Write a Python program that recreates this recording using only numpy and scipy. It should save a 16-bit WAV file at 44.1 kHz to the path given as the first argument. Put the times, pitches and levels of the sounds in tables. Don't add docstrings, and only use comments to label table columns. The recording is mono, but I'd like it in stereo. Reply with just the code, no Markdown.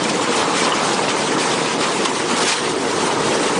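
import sys
import numpy as np
from scipy import signal
from scipy.fft import rfft, irfft, next_fast_len
from scipy.io import wavfile
from scipy.ndimage import uniform_filter1d, map_coordinates

SR = 44100
rng = np.random.default_rng(int(sys.argv[2]) if len(sys.argv) > 2 else 0)


def dump_mix(stems):
    frames = np.atleast_2d(stems).T
    limited = np.clip(frames, -1, 1)
    pcm = np.round(limited * 32767).astype(np.int16)
    wavfile.write(sys.argv[1], SR, pcm)


def ratio(d):
    e = np.asarray(d, float) / 20
    return 10 ** e


N = 158319

# time in seconds, relative level of the roar in dB.
DRIVE_LOAD = [(0.0, -21), (.2, -23), (.3, -21), (0.77, -21), (0.98, -20.5), (1.97, -22), (2.03, -19),
              (2.07, -25), (2.42, -20.5), (2.53, -33), (2.57, -25.5), (3.13, -21), (3.19, -23),
              (3.26, -19.5), (3.57, -22), (3.59, -14.5)]
# time in seconds, relative level in dB.
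GEAR_GROWL = [(0, -41.5), (.7, -31.5), (1.2, -45), (1.9, -27.5), (2.03, -24.5), (2.08, -33), (2.55, -31.5),
              (2.8, -25.5), (3.1, -24), (3.18, -26.5), (3.35, -24.5), (3.59, -25.5)]
# time in seconds, relative level in dB.
TOOTH_BITE = [(0, -27.5), (.25, -26.5), (.42, -23), (.55, -23.5), (.75, -22.5), (.95, -24), (1.26, -25),
              (1.5, -24), (2.05, -24.5), (2.12, -26.5), (2.34, -25.5), (2.41, -20.5), (2.46, -25),
              (2.49, -19.5), (2.54, -23), (2.62, -27.5), (2.8, -27.5), (3.15, -21.5), (3.3, -25.5),
              (3.59, -23.5)]
# time in seconds, relative level in dB.
FILM_CRACKLE = [(0, -26.5), (.18, -27.5), (.37, -23), (.5, -26.5), (.58, -22.5), (.66, -24.5), (.77, -25.5),
                (1.04, -26), (1.15, -26), (1.33, -26.5), (1.45, -24), (1.75, -26.5), (1.93, -27),
                (2.18, -27), (2.4, -25), (2.455, -23), (2.54, -24), (2.6, -27), (2.67, -27.5),
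                (2.76, -29.5), (2.9, -28), (3.05, -27), (3.17, -30), (3.28, -25), (3.42, -25),
                (3.59, -26.5)]
# time in seconds, relative level in dB.
AIR_LEVEL = [(0, -67), (.5, -51), (1, -62), (2, -54.5), (2.3, -48), (2.55, -41), (2.8, -35), (3.2, -34),
             (3.59, -38)]
# frequency in Hz, relative gain in dB.
FRAME_COLOUR = [(25, -52), (80, -24.5), (150, -6.5), (220, -2.5), (300, 1), (350, -1), (400, -3.5),
                (460, 1.5), (620, -7), (900, -10.5), (3000, -92)]
# frequency in Hz, relative gain in dB.
GEAR_COLOUR = [(250, -30), (300, -5), (345, -12), (385, 3), (415, -6), (450, -3), (500, -30)]
# frequency in Hz, relative gain in dB.
HOPPER_COLOUR = [(200, -14.5), (600, -8.5), (850, 4), (1000, 2.5), (1250, 1), (1500, -6), (2500, -18),
                 (6000, -72.5)]
# frequency in Hz, relative gain in dB.
CRACKLE_COLOUR = [(300, -28), (1000, 0.5), (1800, 2), (2500, 0), (3200, 0.5), (5000, -2), (7000, -3.5),
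                  (9400, -5.5), (10000, -11.5), (10450, -16.5), (10500, -63)]
# frequency in Hz, relative gain in dB.
AIR_COLOUR = [(15, 2), (40, -8), (80, -11.5), (135, 0), (210, -3.5), (300, -32), (600, -50)]
# start in seconds, relative strength in dB,
# frequency in Hz of the wall tones struck best.
TOOTH_KNOCKS = [(0.275, -11, 1000), (0.413, -6, 1000), (0.721, 0, 3100), (0.736, -6, 1000),
                (0.937, -8, 900), (0.9915, 0, 800), (1.081, -4, 2080), (1.167, -11, 1200),
                (1.269, -9, 1000), (1.884, -9, 900), (2.057, -3, 870), (2.677, -10, 1000),
                (2.85, -10, 2000), (2.929, -9, 1100), (2.99, -11, 1000), (3.078, -7, 870),
                (3.173, -8, 1000)]
# middle frequency in Hz, relative level in dB,
# time in seconds to fade by 60 dB.
WALL_TONES = [(633, 4, 0.012), (864, -5, 0.03), (983, 5, 0.024), (1222, -2.5, 0.03), (2042, -4, 0.032),
              (2695, -2, 0.041), (3000, -5.5, .025)]
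# start in seconds, relative level in dB,
# time in seconds until it starts to fade, centre frequency in Hz.
FILM_TEARS = [(0.036, -23, 0.0049, 4550), (0.091, -23, 0.011, 3500), (0.287, -30, 0.0095, 4000),
              (0.354, -27.5, 0.017, 5000), (0.55, -27.5, 0.036, 5030), (0.815, -31, 0.01, 3000),
              (0.929, -24, 0.017, 3700), (1.085, -23, 0.0096, 3500), (1.38, -28.5, 0.05, 3950),
              (1.804, -21.5, 0.041, 2960), (2.0486, -16, 0.012, 3850), (2.087, -32, 0.018, 5300),
              (2.363, -25, 0.028, 5160), (2.402, -21, 0.032, 4000), (2.473, -20.5, 0.035, 4530),
              (2.478, -21.5, 0.021, 1400), (2.514, -19, .024, 3200), (3.427, -25, 0.013, 3000)]
# frequency in Hz, limit in dB against the mean level at 8 kHz.
TREBLE_LIMIT = [(3000, -11), (7000, -9), (9000, -7), (9600, -5.5), (10500, -5)]


def unit(x):
    return x / np.sqrt(np.mean(x ** 2) + 1e-20)


def curve(rows):
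    s, db = np.transpose(rows)
    return ratio(np.interp(np.arange(N) / SR, s, db))


def wobble(rate):
    points = rng.standard_normal(int(N * rate / SR) + 4)
    return map_coordinates(points, [np.arange(N) * rate / SR])


def coloured(x, points):
    m = next_fast_len(N + 8192)
    hz, db = np.transpose(points)
    log_hz = np.log(np.fft.rfftfreq(m, 1 / SR) + 1)
    gain = ratio(np.interp(log_hz, np.log(hz + 1), db))
    return unit(irfft(rfft(x, m) * gain, m)[:N])


def gritty(per_s, spread_db, share, patchy_db):
    z = signal.stft(rng.standard_normal(N), nperseg=512)[2]
    patches = uniform_filter1d(rng.standard_normal(z.shape), size=8, axis=0)
    patches = uniform_filter1d(patches, size=6, axis=1)
    hiss = signal.istft(z * ratio(patchy_db * unit(patches)), nperseg=512)[1][:N]
    draw = rng.random(N)
    size = np.minimum(rng.exponential(size=N), 4)
    hit = np.clip(1 - draw * SR / per_s, 0, 1)
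    clicks = hit * ratio(spread_db * size) * rng.standard_normal(N)
    share = np.clip(share, 0, 1)
    return np.sqrt(1 - share) * unit(hiss) + np.sqrt(share) * unit(clicks)


def drive_roar():
    grain = gritty(per_s=450, spread_db=1.5, share=0.34, patchy_db=1.0)
    grind = ratio(0.37 + 0.11 * wobble(9) + 1.2 * wobble(27.7))
    return curve(DRIVE_LOAD) * grind * coloured(grain, FRAME_COLOUR)


def gear_growl():
    growl = coloured(rng.standard_normal(N), GEAR_COLOUR)
    return curve(GEAR_GROWL) * ratio(0.29 * wobble(10.0)) * growl


def tooth_contacts():
    grain = gritty(per_s=590, spread_db=2.5, share=0.18, patchy_db=-2.0)
    flutter = ratio(0.2 + 1.1 * wobble(10))
    return curve(TOOTH_BITE) * flutter * coloured(grain, HOPPER_COLOUR)


def film_pings():
    pings_per_s, middle_hz, spread_oct = 500, 2602, .9
    fade_cycles = 45
    when, pitch, strength = rng.random((3, int(pings_per_s * N / SR), 1))
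    octaves_off = spread_oct * np.log(pitch / (1 - pitch)) / 2
    hz = np.clip(middle_hz * 2 ** octaves_off, 500, 9500)
    t = np.arange(SR // 50) / SR
    fade = ratio(-2.1 * np.log(strength + .06) - 60 * t * hz / fade_cycles / 3)
    onset = 1 - np.exp(-t * hz / 2)
    rings = fade * np.sin(2 * np.pi * hz * t) * onset
    at = (when * N).astype(int) + np.arange(len(t))
    return unit(np.bincount(at.ravel(), rings.ravel(), N)[:N])


def film_crackle():
    grain = gritty(per_s=2000, spread_db=2.5, share=0.049, patchy_db=2.0)
    crackle = coloured(grain, CRACKLE_COLOUR) + ratio(-5.5) * film_pings()
    flutter = ratio(2.0 + .5 * wobble(15) + 1.15 * wobble(39.97))
    return curve(FILM_CRACKLE) * flutter * crackle


def wall_knocks():
    clatter_per_s, clatter_db = 45, -17
    blow_gain_db, attack_s, off_db_per_oct = -5, .0008, 10
    blows = list(TOOTH_KNOCKS)
    for u, v, w in rng.random((int(clatter_per_s * N / SR), 3)):
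        blows.append((u * N / SR, clatter_db + 4.2 * v, 700 * 2 ** (2 * w * w)))
    out = np.zeros(N + SR)
    t = np.arange(SR // 16) / SR
    hz, level_db, t60 = np.transpose(WALL_TONES)[:, :, None]
    for s, db, struck_hz in blows:
        level_draw, pitch_draw = rng.standard_normal((2, len(WALL_TONES), 1))
        off_db = off_db_per_oct * np.abs(np.log2(hz / struck_hz))
        fade = ratio(level_db + 2 * level_draw - off_db - 60 * t / t60)
        ring = fade * np.sin(2 * np.pi * hz * (1 + .04 * pitch_draw) * t)
        onset = 1 - np.exp(-t / attack_s)
        out[round(s * SR):][:len(t)] += ratio(db + blow_gain_db) * ring.sum(axis=0) * onset
    return out[:N]


def film_tears():
    attack_s, release_s, width_oct = .003, .007, .9
    tearing = np.pad(gritty(per_s=900, spread_db=2, share=.3, patchy_db=2.5), (0, SR))
    t = np.arange(SR // 8) / SR
    octave = np.log2(np.fft.rfftfreq(len(t), 1 / SR) + 1)
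    below_cutoff = octave < np.log2(CRACKLE_COLOUR[-2][0])
    out = np.zeros(N + SR)
    for s, db, hold_s, hz in FILM_TEARS:
        start = round(s * SR)
        flare = np.clip(t / attack_s, 0, 1) * np.exp(-np.clip(t - hold_s, 0, None) / release_s)
        band = np.exp(-.5 * ((octave - np.log2(hz)) / width_oct) ** 2) * below_cutoff
        rip = unit(irfft(rfft(tearing[start:][:len(t)]) * band, len(t)))
        out[start:][:len(t)] += ratio(db) * flare * rip
    return out[:N]


def air():
    rumble = coloured(rng.standard_normal(N), AIR_COLOUR)
    return curve(AIR_LEVEL) * ratio(3.1 * wobble(16)) * rumble


def scene():
    machine = drive_roar() + gear_growl() + tooth_contacts()
    mono = machine + film_crackle() + wall_knocks() + film_tears() + air()
    return np.tile(mono, (2, 1))


def gain_control(x):
    threshold_db, cut_per_db = -20.5, 0.2
    sense_s, recover_s = 0.0045, 0.096
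    power = np.abs(uniform_filter1d(x ** 2, max(int(sense_s * SR), 1)))
    level_db = 10 * np.log10(power + 1e-12)
    cut_db = cut_per_db * np.clip(level_db - threshold_db, 0, None)
    fall = np.arange(N) / SR / recover_s
    held_db = np.exp(np.maximum.accumulate(np.log(cut_db + 1e-6) + fall) - fall)
    return x * ratio(-held_db)


def cut_bass(x):
    return signal.sosfilt(signal.butter(2, 67.5, 'high', fs=SR, output='sos'), x)


def round_peaks(x):
    ceiling, knee = .62, 4
    return x / (1 + np.abs(x / ceiling) ** knee) ** (1 / knee)


def flicker(x):
    hz, _, z = signal.stft(x, SR, nperseg=1536)
    power = uniform_filter1d(np.abs(z) ** 2, size=4, axis=0)
    mean_power = power[np.argmin(np.abs(hz - 8000))].mean()
    edge_hz, edge_db = np.transpose(TREBLE_LIMIT)
    limit_db = np.interp(hz, edge_hz, edge_db, left=-90)
    gate = mean_power * ratio(2 * limit_db)
    return signal.istft(z * (power > gate[:, None]), SR, nperseg=1536)[1][:N]


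def low_pass(x):
    return signal.sosfilt(signal.butter(12, 10730, fs=SR, output="sos"), x)


def record(dry):
    steadied = gain_control(dry[0])
    soft = round_peaks(cut_bass(steadied))
    mix = np.tile(flicker(soft), (2, 1))
    return low_pass(mix)


dry = scene()
out = record(dry)
dump_mix(out)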